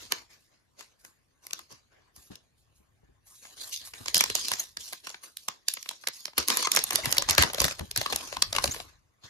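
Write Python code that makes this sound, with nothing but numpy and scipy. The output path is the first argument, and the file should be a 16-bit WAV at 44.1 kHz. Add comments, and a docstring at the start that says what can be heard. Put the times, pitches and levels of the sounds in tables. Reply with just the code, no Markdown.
"""First comes a soft brush of cards and a sharp snap: cards are shuffled and laid on a wooden table.
Then two hands pick up a foil pack, tear it and slip the cards out. Ringing noise bursts make the snaps,
roughened noise the rustle, gliding tones the squeaks, and sinking low tones the thumps. Low noise is air
moved by hands at a close pair of microphone ports; scattered echoes make a small furnished room, over hiss."""
import sys
import numpy as np
from scipy import signal
from scipy.fft import rfft, irfft
from scipy.io import wavfile
from scipy.ndimage import uniform_filter1d

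SR = 44100
rng = np.random.default_rng(int(sys.argv[2]) if len(sys.argv) > 2 else 0)


def master_out(mix):
    """Clip the mix to full scale and print it as 16-bit PCM to the path in sys.argv[1]."""
    frames = np.transpose(np.atleast_2d(mix))
    ceiling = np.clip(frames, -1, 1)
    pcm = np.round(ceiling * 32767).astype(np.int16)
    wavfile.write(sys.argv[1], SR, pcm)


N = 409688

BASS_LEFT_DB = 2.5  # the left port takes more of the low sound
LEADS = 7, 8, 4  # samples by which the left port hears low, middle and high sound earlier
STIR_LEAD = 45  # samples by which low pushes and moving air reach the left port first
EDGE_HZ = 16700  # upper limit of the sound

# creases that buckle: t/s, level/dB of the crease, crease f/Hz, panel level/dB relative to the crease,
# panel f/Hz, finest-crease level/dB relative to the crease
BUCKLES = [(0.1211,-6.5,3020,-4.5,1805,-7.5),(0.808,-30,5830,-1.5,1344,-7.5),(1.049,-36.5,6320,-0.5,1510,-2),(1.4672,-27.5,5900,-8,2080,0.5),
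           (1.508,-25.5,2990,-8,2520,-31),(1.532,-14.5,6070,-13.5,1524,-10.5),(1.5914,-30,7100,-0.5,1190,-4),
           (1.724,-34,5430,-14,900,-6),(2.1627,-40,6400,-12,820,2),(2.355,-33,4040,-17,2580,-7.5),(3.4515,-52,6200,14.5,800,-10),
           (3.873,-41.5,4300,4,875,-16),(3.9368,-29,4910,0,2160,-30),(4.0586,-21,5770,-6,1000,-26),(4.082,-11.5,4790,-6,2290,-24.5),
           (4.1444,-2.5,4850,-14.5,2510,-4.5),(4.167,-7,5750,-12.5,1850,-15.5),(4.179,-16,5050,-9,1710,4.5),(4.2078,-4,5930,-1.5,2534,-5.5),
           (4.2384,-8,5660,-6.5,2490,-9),(4.259,-21,3980,-4.5,810,-15),(4.3,-13.5,2950,-9.5,422,-27),(4.352,-6.5,7000,-12,625,-7),(4.384,-25,4530,-3,1020,-11),(4.483,-17,4760,-25,2190,-5),
           (4.5161,-17,3050,2.5,980,-2.5),(4.536,-10,5950,-9,1970,-24),(4.7701,-18,4300,-8,2083,-29),(4.926,-27,4000,-4,616,-2),(4.931,-27,4150,1,1543,1.5),
           (5.07,-24,5630,-0.5,1050,-9),(5.093,-26,5650,-10,2400,-27),(5.101,-28.5,4330,-7,1030,-20),(5.1442,-43.5,3900,16,1720,-20),(5.37,-24,3880,-26,2670,3),
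           (5.484,-13.5,6060,-3.5,904,-8.5),(5.6836,-7,4840,-22.5,2146,-6),(5.738,-23.5,5550,-18,2240,7.5),(5.771,-46,2650,20.5,2216,-22),
           (5.8274,-25,5430,-37,2590,-4),(5.859,-48.5,3940,15.5,1980,-14),(5.89,-14,3470,-17,1010,-14),(5.911,-29,5130,0,960,-6),
           (6.0378,-43.5,2980,10.5,1500,-23),(6.072,-11.5,2200,-5.5,1923,-10),(6.085,-18,4590,-1,1880,-3),(6.2543,-15.5,5270,-11,2520,-19),
           (6.2796,-42,5410,10.5,603,-20),(6.333,-52,4030,10,920,-6),(6.38,-10.5,2380,0.5,1604,-2),(6.383,-16.5,4500,-2,1510,6),(6.477,-18,4950,-21,1500,-2),(6.4835,-8.5,4740,-6,2040,-0.5),(6.5016,-7.5,3160,-5,880,-8),
           (6.571,-10,6550,-4.5,1090,4),(6.6265,-11.5,6380,-11,1260,-17),(6.6712,-15.5,5600,2,1220,-34),(6.7174,-5.5,6360,-24.5,1020,-2),
           (6.749,-22.5,5900,3.5,1150,8),(6.7621,-3,6730,-36.5,2030,-8),(6.7703,-7.5,6560,1,2014,-13),(6.79,-11,4410,-8,446,-19),
           (6.839,-15.5,6340,-8.5,1080,5.5),(6.9045,-41,4000,8,800,-18),(6.907,-12.5,6640,-2.5,2510,-5.5),(6.922,-32,4120,11.5,704,-9),(6.931,-28,6570,2,1100,10),(6.951,-16,4840,-6,516,-16),
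           (6.957,-4,4630,-11,2150,-2.5),(7.0564,-11,3880,-0.5,1960,-3),(7.107,-26,6460,-16,2200,2),(7.1147,-26,6400,-17,2236,9.5),(7.125,-7,5590,-8.5,1660,-2.5),
           (7.1472,-26.5,7100,-6,1010,-3),(7.1688,-20.5,4100,2,1970,1),(7.1817,-0.5,4475,-11.5,571,-9.5),(7.2222,-13.5,5730,-5.5,1105,-20),
           (7.288,-9,6440,-4,943,-21),(7.2968,-5,6420,-28.5,1937,-28.5),(7.3083,-6,4850,-12.5,1990,-2.5),(7.3497,-15,4520,-11.5,823,-13.5),
           (7.3806,-1.5,2600,-0.5,1610,-7),(7.4232,-3,2890,-3.5,1880,-4),(7.4342,-6.5,3510,-1,960,-31.5),(7.4997,-32,4640,10,624,-23.5),
           (7.5334,-28,3300,4.5,760,7),(7.5456,-17.5,3300,0.5,528,-4),(7.5827,-24,5130,7,602,-4.5),(7.602,-2,5620,-15,1100,-12),
           (7.6165,-15,4840,1.5,557,5),(7.6423,-6,3580,-6.5,1790,-8),(7.651,-16,4030,-0.5,600,-2),(7.681,-22.5,3940,4.5,1920,-1),(7.71,-20.5,2520,-2.5,577,-27),
           (7.7934,-29,4040,6.5,515,3),(7.809,-38.5,3000,6.5,800,-10),(7.9119,-18.5,4180,-15,417.4,-5),(7.9612,-10,5100,-6.5,1820,-9),(7.975,-9.5,4360,-17,987,-0.5),
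           (8.0135,-14,4140,-1,607,-7),(8.0607,-25.5,2500,9.5,1107,-2),(8.125,-18,3570,1,476,-1),(8.13,-17,4880,2,796,-18),
           (8.16,-9.5,6720,-13.5,814,-4),(8.326,-29,4940,5.5,596,-7.5),(8.368,-21.5,2500,2.5,1040,-30),(8.4225,-2.5,3960,-14.5,1564,-36),
           (8.5278,-12.5,5110,-6.5,683,-20),(8.55,-22,4960,4,593,-19),(8.5632,-10.5,2840,-5,2330,-29),(8.584,-14,4080,2.5,1190,-29),
           (8.6407,-6,4946,-2,570,-9),(8.656,-18.5,4950,-6,1060,-18),(8.676,-18.5,3000,-6,420,-14),(8.7447,-32,5630,5.5,1110,4.5),(8.7622,-41.5,4350,15,450,-6),(8.8008,-40,3160,17,700,-11)]
# where the hands work: t/s, left-right level/dB
HAND_PLACES = [(0.0, -2), (0.13, -4), (0.36, 5), (1.03, 0), (1.78, 1.5), (4.17, -2), (6.42, 0), (6.75, -2),
               (9.29, 4)]
# colour of foil noise, here and in the rustle: f/Hz, level/dB
FOIL_COLOUR = [(120, -29.5), (200, 1.5), (860, -2), (1070, 3), (1360, -3), (1640, 1), (2900, 2), (4500, 5),
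               (6680, 3), (8030, -1), (10800, -1), (13800, -7), (16500, -23.5)]
PEAK_S = 0.005  # time from the start of a burst to its peak
FINE_HZ = 9600  # colour of the finest creases


def snaps():
    """Each snap swells to a peak and dies; crease and panel ring over a soft low note falling in pitch."""
    s, db, crease_hz, panel_db, panel_hz, fine_db = np.transpose(BUCKLES)[:, :, None]
    pan_db = np.interp(s, *np.transpose(HAND_PLACES))
    t = np.arange(1500) / SR
    after = np.maximum(t - PEAK_S, 0)
    noise = np.moveaxis(rng.standard_normal((len(s), 3, len(t))), 1, 0)
    # the third noise, smoothed, makes each burst waver in strength over time, alike at both ports
    noise = noise[:2] * gain_of(8.0 * uniform_filter1d(noise[2], size=9, axis=-1))

    fall_hz = 95 + 0.6 * panel_hz * np.exp(-after / 0.004)
    low_fall = np.sin(2 * np.pi * np.cumsum(fall_hz, -1) / SR)
    low_fall = low_fall * (1 - np.exp(-after / 0.0054)) * np.cos(np.pi / 2 * t / t[-1])
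    low_fall = low_fall * gain_of(db + panel_db - 13 - 60 * t / 0.044)
    sound = ports(low_fall, low_fall, pan_db + BASS_LEFT_DB, 1, LEADS[0])

    # band limits in Hz, time in s to rise and to die by 60 dB, level and left-right dB,
    # ring Hz, cycles until it dies by 60 dB, ring share, share common to both ports
    parts = [
        (463, 3570, 0.009, 0.019, panel_db, BASS_LEFT_DB, panel_hz, 23.0, 0.15, 0.6),  # panel
        (1690, 11940, 0.0072, 0.011, 0, 0.0013, crease_hz, 24, 0.22, 0.1),  # crease
        (9500, 15560, 0.007, 0.0062, fine_db, 0, FINE_HZ, 9, 0.088, 1.0)]  # finest creases
    for lead, part in zip(LEADS, parts):
        lo_hz, hi_hz, rise, t60, part_db, left_db, hz, cycles, rung, share = part
        swell = gain_of(-60 * np.maximum(PEAK_S - t, 0) / rise)
        burst = noise * swell * gain_of(-60 * after / t60)
        burst = colour(burst.reshape(-1, len(t)), FOIL_COLOUR)
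        burst = band(burst, lo_hz, hi_hz).reshape(noise.shape)
        burst = focus(burst, hz, 1.9)
        ring = np.sin(2 * np.pi * hz * t) * gain_of(-60 * after * hz / cycles) * swell
        burst = burst / abs(burst).max(-1, keepdims=True)
        burst = burst + rung * ring / abs(ring).max(-1, keepdims=True)
        sound = sound + gain_of(db + part_db) * ports(burst[0], burst[1], pan_db + left_db, share, lead)
    return place(s[:, 0] - PEAK_S + 0.0012, sound)


def focus(x, hz, sharpness):
    """Each crease has its own colour: a broad resonance lifted out of the burst."""
    f = np.fft.rfftfreq(x.shape[-1], 1 / SR) + 1
    resonance = 1 / (1 + 1j * sharpness * (f / hz - hz / f))
    return irfft(rfft(x) * (1.0 + resonance), x.shape[-1])


# a light stroke only slides; towards the second level the creases take over
CALM_DB, CRUMPLE_DB = -77, -37


def rustle():
    """A smooth slide of skin on foil, roughened by crinkles and finer ticks that come in clumps."""
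    levels = strokes()
    middle_db = 20 * np.log10(levels[1])
    force = np.clip((middle_db - CALM_DB) / (CRUMPLE_DB - CALM_DB), 0, 1)
    clumps = gain_of(3.9 * evened(uniform_filter1d(rng.standard_normal(N), 500)))
    crinkles = creases(350, 3.5, 0.009, clumps)
    ticks = creases(1500, 4.2, 0.002, clumps)
    grain = 0.6 * crinkles + 0.8 * ticks
    shape = 1.6 - 0.85 * force + (0.27 + 0.5 * force) * grain
    noise = shimmer(colour(shape * rng.standard_normal((2, N)), FOIL_COLOUR), force)
    # panel, middle and fine creases: band limits in Hz, left-right dB, share common to both ports
    parts = [(208.0, 1890, BASS_LEFT_DB, 0.13), (2540, 7400, 0, 0.12), (8250, 22000, 0.0036, 1.0)]
    sound = 0
    for lead, level, (lo_hz, hi_hz, left_db, share) in zip(LEADS, levels, parts):
        part = evened(band(noise, lo_hz, hi_hz, order=3))
        sound = sound + level * ports(part[0], part[1], left_db, share, lead)
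    return sound


# strokes of fingers on card and foil: t/s, hold t/s, level/dB of the middle creases,
# panel level/dB and fine-crease level/dB, both relative to the middle
FINGER_STROKES = [(0, 0.056, -43.5, -12, -11), (0.114, 0.056, -41.5, -3.5, -12),
                  (0.306, 0.038, -56, -8, -9.5), (0.517, 0.022, -73, 2, -14),
                  (0.401, 0.054, -70.5, -24, -5), (0.794, 0.0052, -46.5, -8.5, -9),
                  (1.001, 0.0068, -67, -17, -1), (1.048, 0.011, -62.5, -2.5, 3.5),
                  (1.438, 0.09, -58.5, -6, -2), (1.53, 0.068, -51, -8, -9), (1.708, 0.023, -52.5, -5, -12),
                  (1.924, 0.16, -74.5, 8.5, -25), (2.162, 0.11, -61, -8, 2), (2.317, 0.022, -56.5, -4, -13),
                  (2.584, 0.023, -78, -26, 3), (2.758, 0.026, -84, -20, 12), (3.271, 0.08, -61.5, -8, 4),
                  (3.355, 0.14, -59, -28, 1), (3.429, 0.11, -52.5, -9.5, -4), (3.575, 0.045, -45, -13, -7),
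                  (3.612, 0.095, -40.5, -14, -2.5), (3.729, 0.02, -30, -42, -8.5),
                  (3.814, 0.022, -48.5, -11.5, -12), (3.854, 0.0063, -51.5, -20, 5),
                  (3.949, 0.089, -48, -6, -4), (4.074, 0.014, -37, -11.5, -13),
                  (4.158, 0.0072, -23, -16.5, -10), (4.188, 0.12, -30, -12.5, -11.5),
                  (4.354, 0.18, -29, -18.5, -12.5), (4.441, 0.13, -34, -13.5, -12.5),
                  (4.594, 0.016, -36, -10.5, -3.5), (4.804, 0.15, -40.5, -18, -5),
                  (5.047, 0.077, -44, -11.5, -11), (5.237, 0.0081, -47.5, -6, -1.5),
                  (5.37, 0.14, -56.5, -24, -2.5), (5.489, 0.037, -50, -7.5, -17),
                  (5.688, 0.057, -39, -30, -10), (5.811, 0.077, -50.5, -35, -4),
                  (5.896, 0.023, -38.5, -18.5, -17), (6.014, 0.091, -55, -27, -7),
                  (6.135, 0.13, -48, -20, -5), (6.385, 0.0032, -28, -7, -12.5),
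                  (6.488, 0.11, -25, -6.5, -10), (6.58, 0.075, -28.5, -43, -17),
                  (6.722, 0.054, -31.5, -10, -14), (6.775, 0.023, -26.5, -9, -16),
                  (6.869, 0.078, -38.5, -9.5, -9), (6.93, 0.054, -28.5, -5.5, -12.5),
                  (7.048, 0.2, -32.5, -3.5, -10.5), (7.294, 0.0063, -24.5, -7, -17),
                  (7.389, 0.035, -22.5, -1, -13), (7.541, 0.051, -40.5, -0.5, -9.5),
                  (7.6, 0.1, -29, -9.5, -10.5), (7.784, 0.22, -54, -4, -6),
                  (7.97, 0.38, -34.5, -9.5, -11.5), (8.102, 0.74, -36, -8, -10),
                  (8.206, 0.15, -43.5, -6, -11), (8.402, 0.15, -49.5, -4, -4), (8.537, 0.11, -38.5, -4, -8),
                  (8.621, 0.18, -36.5, -7, -5), (8.792, 0.12, -58, -1, -20), (9.243, 0.013, -46.5, -6, -18)]
# a stroke swells, sinks slowly while it is held, then dies
RISE_DB_PER_S, SAG_DB_PER_S, RELEASE_DB_PER_S = 1207, 49, 259.5
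REST_DB = (-78, -82.5, -86.5)  # faint rub left between strokes: low, middle, high


def strokes():
    """Attack, hold and release of every stroke; gives the level of panel, middle and fine creases."""
    t = np.arange(0, N + 64, 64) / SR
    s, hold, db, panel_db, fine_db = np.transpose(FINGER_STROKES)[:, :, None]
    hold = abs(hold)
    loss_db = RISE_DB_PER_S * np.maximum(s - t, 0)
    loss_db = loss_db + SAG_DB_PER_S * np.clip(t - s, 0, hold)
    loss_db = loss_db + RELEASE_DB_PER_S * np.maximum(t - s - hold, 0)
    levels = []
    for part_db, rest_db in zip((panel_db, 0, fine_db), REST_DB):
        level = np.linalg.norm(gain_of(db + part_db - loss_db), axis=0) + gain_of(rest_db)
        levels.append(np.interp(np.arange(N) / SR, t, level))
    return levels


def creases(per_s, spread_db, t60, clumps):
    """Tiny creases of unequal size each leave a short dying trace; together they form an envelope."""
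    struck = rng.random(N) < per_s * clumps / SR
    size = gain_of(spread_db * np.minimum(rng.exponential(1, N), 3)) * struck
    decay = gain_of(-60 * np.arange(600) / SR / t60)
    return evened(signal.oaconvolve(size, decay)[:N])


# tones of the taut pack under a sliding finger: f/Hz, half width f/Hz, level/dB at full tautness
TAUT_TONES = [(4440, 1300, 7), (6670, 650, 6.5)]


def shimmer(x, force):
    """The taut sheet favours two tones, less so when crumpled; small patches of tone come and go."""
    hz, t, z = signal.stft(x, SR, nperseg=256)
    patches = uniform_filter1d(rng.standard_normal(z.shape[1:]), 2, 0)
    patches = evened(uniform_filter1d(patches, 16, 1))
    tones_db = sum(db * np.exp(-((hz - f) / width) ** 2) for f, width, db in TAUT_TONES)[:, None]
    taut = 1 - 0.52 * np.interp(t, np.arange(N) / SR, force)
    return signal.istft(z * gain_of(4.3 * patches + taut * tones_db), SR, nperseg=256)[1][:, :N]


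# skin sticking and slipping on the foil: t/s, length t/s, first f/Hz, last f/Hz, level/dB,
# overtone level/dB, roughness 0-1
SKIN_SLIPS = [(4.595, 0.012, 5680, 7260, -21, -7.5, 0.08), (6.647, 0.017, 1144, 1040, -27, 5, 0.52),
              (6.985, 0.017, 742, 555, -32, -15, 0.8), (7.034, 0.017, 2170, 2000, -30, -12, 0.5),
              (8.709, 0.025, 5800, 7590, -27.5, -14, 0.39)]


def squeaks():
    """Slips whose rate glides and wavers; rough ones stumble in strength and carry a puff of noise each."""
    out = np.zeros(N)
    for s, length, first_hz, last_hz, db, over_db, rough in SKIN_SLIPS:
        count, rough = round(length * SR), np.clip(rough, 0, 1)
        drift, stumble, puffs = rng.standard_normal((3, count))
        along = np.linspace(0, 1, count)
        waver = 1 + 0.065 * rough * evened(uniform_filter1d(drift, 90))
        slip_hz = (first_hz + (last_hz - first_hz) * along ** 0.73) * waver
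        turn = 2 * np.pi * np.cumsum(slip_hz) / SR
        # overtones 2, 4 and 6, as far as they fit below the upper limit
        overtones = sum(np.sin(k * turn) * (k * last_hz < EDGE_HZ) for k in range(2, 7, 2))
        puffs = (1 + np.cos(turn)) * evened(band(puffs, 6100, 7500))
        overtones = (1 - rough) * overtones + 0.5 * rough * puffs
        strength = gain_of(2.0 * rough * evened(uniform_filter1d(stumble, 70)))
        slips = (np.sin(turn) + gain_of(over_db) * overtones) * strength
        fade = signal.windows.tukey(count, .3) * gain_of(-5.0 * along)
        out[round(s * SR):][:count] = gain_of(db) * slips * fade
    return ports(out, out, 0, 0.45, LEADS[1])


# the pack flexing and knocks through the table: t/s, level/dB of the push, f/Hz it settles to
PUSHES = [(1.717, -55.5, 140), (2.173, -57.5, 74), (2.302, -41.5, 210), (2.8, -63.5, 80.6),
          (3.028, -57.5, 63), (3.085, -59.5, 62), (4.003, -48, 117), (4.157, -41.5, 175), (4.203, -45, 177),
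          (4.303, -46.5, 93), (4.519, -52, 117), (4.772, -56, 76), (6.384, -41.5, 82), (6.938, -45, 112),
          (7.027, -44, 83.5), (7.066, -34.5, 135), (7.296, -37.5, 88), (7.386, -23.5, 81),
          (7.436, -32.5, 171), (7.605, -31.5, 70.6), (7.639, -29, 169), (7.806, -32.5, 88),
          (7.976, -37, 124.3), (8.13, -43.5, 74), (8.374, -47, 99), (8.643, -35, 74.5),
          (8.677, -33.5, 99.5), (9.239, -53.5, 129)]


def thumps():
    """A low push that swells, falls in pitch and rings on for some cycles, with a short rough rumble."""
    s, db, hz = np.transpose(PUSHES)[:, :, None]
    t = np.arange(9000) / SR
    push = np.sin(2 * np.pi * hz * t * (1 + 0.71 * np.exp(-t / 0.01)))
    push = push * (1 - np.exp(-t / 0.009)) ** 2 * gain_of(-60 * t * hz / 8.3)  # dies in 8.3 cycles
    rumble = evened(band(rng.standard_normal((len(s), 2, len(t))), 62, 356))
    rumble = rumble * (1 - np.exp(-t / 0.002)) * gain_of(-60 * t / 0.14)
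    push = push / abs(push).max(-1, keepdims=True)
    push = gain_of(db) * (push + 1.1 * np.moveaxis(rumble, 1, 0))
    own = np.roll(push[1], 160, -1)
    return place(s[:, 0], ports(push[0], own, BASS_LEFT_DB, 0.99, STIR_LEAD))


# hands moving air near the ports: t/s, level/dB
MOVING_AIR = [(0.0, -61.5), (0.46, -77.5), (2.5, -73.5), (3.08, -69.5), (3.4, -75), (3.88, -69.5),
              (4.17, -58), (5.25, -82.5), (6.37, -81), (7.22, -50.5), (8.25, -62), (8.57, -46.5),
              (9.29, -83.5)]


def stir():
    """Moving air gives lumpy low noise, mostly shared by the ports; it reaches the left one first."""
    a, b = band(rng.standard_normal((2, N)), 35, 130, order=3)
    return gain_of(curve(MOVING_AIR)[0]) * evened(ports(a, b, BASS_LEFT_DB, 0.93, STIR_LEAD))


# how long the echo takes to die by 60 dB: f/Hz, t/s
ECHO_TIMES = [(250, 0.093), (700, 0.11), (1800, 0.17), (4600, 0.2), (8000, 0.021), (13000, 0.044)]
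# colour of the echo: f/Hz, level/dB
ECHO_COLOUR = [(200, 1), (1000, 4.5), (4500, -1), (8000, 3.5), (14000, 11)]


def room(x):
    """Sparse echoes of random sign after a short gap, each band dying at its own speed."""
    taps = np.zeros((2, SR // 2))
    at = np.arange(420, SR // 2 - 20, 20)
    at = at + rng.integers(0, 20, (2, len(at)))
    np.put_along_axis(taps, at, rng.choice([-1., 1.], at.shape), 1)
    hz, t, z = signal.stft(taps, SR, nperseg=128)
    tail_db = read(ECHO_COLOUR, hz)[:, None] - 60 * t / read(ECHO_TIMES, hz)[:, None]
    tail = signal.istft(z * gain_of(tail_db), SR, nperseg=128)[1]
    return signal.fftconvolve(x.mean(0)[None], tail / np.linalg.norm(tail[0]), axes=1)[:, :N]


# colour of the background hiss: f/Hz, level/dB
HISS_COLOUR = [(18, -53), (30, -11), (70, 2), (252, -2.5), (760, -12), (988, -18), (2480, -26.5),
               (6900, -37.5), (12000, -29), (16000, -62.5)]
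HISS_DB = -78


def hush():
    """Steady hiss of the quiet room and the microphones, made from coloured noise."""
    return gain_of(HISS_DB) * evened(band(colour(rng.standard_normal((2, N)), HISS_COLOUR), 64, 16000))


def gain_of(db):
    """Turns decibels into a factor."""
    return 10 ** (np.asarray(db) / 20)


def evened(x):
    """Brings the overall strength (root mean square) to 1."""
    return x / np.sqrt(np.mean(x ** 2) + 1e-20)


def read(points, hz):
    """Value of a spectrum table on a log-frequency axis."""
    f, value = np.transpose(points)
    return np.interp(np.log(hz + 1), np.log(f + 1), value)


def curve(rows):
    """Columns of a control table at every sample."""
    s, *columns = np.transpose(rows)
    return [np.interp(np.arange(N) / SR, s, c) for c in columns]


def colour(x, points):
    """Filter with the given spectrum that never sounds ahead of its input (minimum phase)."""
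    log_gain = np.log(gain_of(read(points, abs(np.fft.fftfreq(4096, 1 / SR)))))
    taps = np.fft.ifft(np.exp(np.conj(signal.hilbert(log_gain)))).real[:1024]
    return signal.oaconvolve(x, taps[None], axes=-1)[..., :x.shape[-1]]


def band(x, lo_hz, hi_hz, order=2):
    """Keeps the sound between two frequencies."""
    return signal.sosfilt(signal.butter(order, [lo_hz, hi_hz], "bandpass", fs=SR, output="sos"), x)


def ports(near, own, pan_db, share, lead):
    """One sound at two ports: left first, right later and partly by its own path."""
    share = np.clip(share, 0, 1)
    right = np.sqrt(1 - share ** 2) * own + share * np.roll(near, lead, -1)
    return np.array([near * gain_of(pan_db / 2), right * gain_of(-pan_db / 2)])


def place(times, sounds):
    """Lays sounds (channels, events, samples) on the time line."""
    out = np.zeros((2, N + sounds.shape[-1]))
    for k, s in enumerate(times):
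        out[:, round(s * SR):][:, :sounds.shape[-1]] += sounds[:, k]
    return out[:, :N]


def scene():
    """Foil and cards with their echo, low pushes, moving air and the background hiss."""
    cracks = snaps() + squeaks()
    slide = rustle()
    echo = room(gain_of(-14.5) * cracks + gain_of(-15.0) * slide)
    return cracks + slide + echo + thumps() + stir() + hush()


def record(dry):
    """The loudest peaks are rounded off; then the treble is cut at the upper limit."""
    held = .97 * np.tanh(dry / .97)
    return signal.oaconvolve(held, signal.firwin(511, EDGE_HZ, window=("kaiser", 9), fs=SR)[None], "same")


dry = scene()
out = record(dry)
master_out(out)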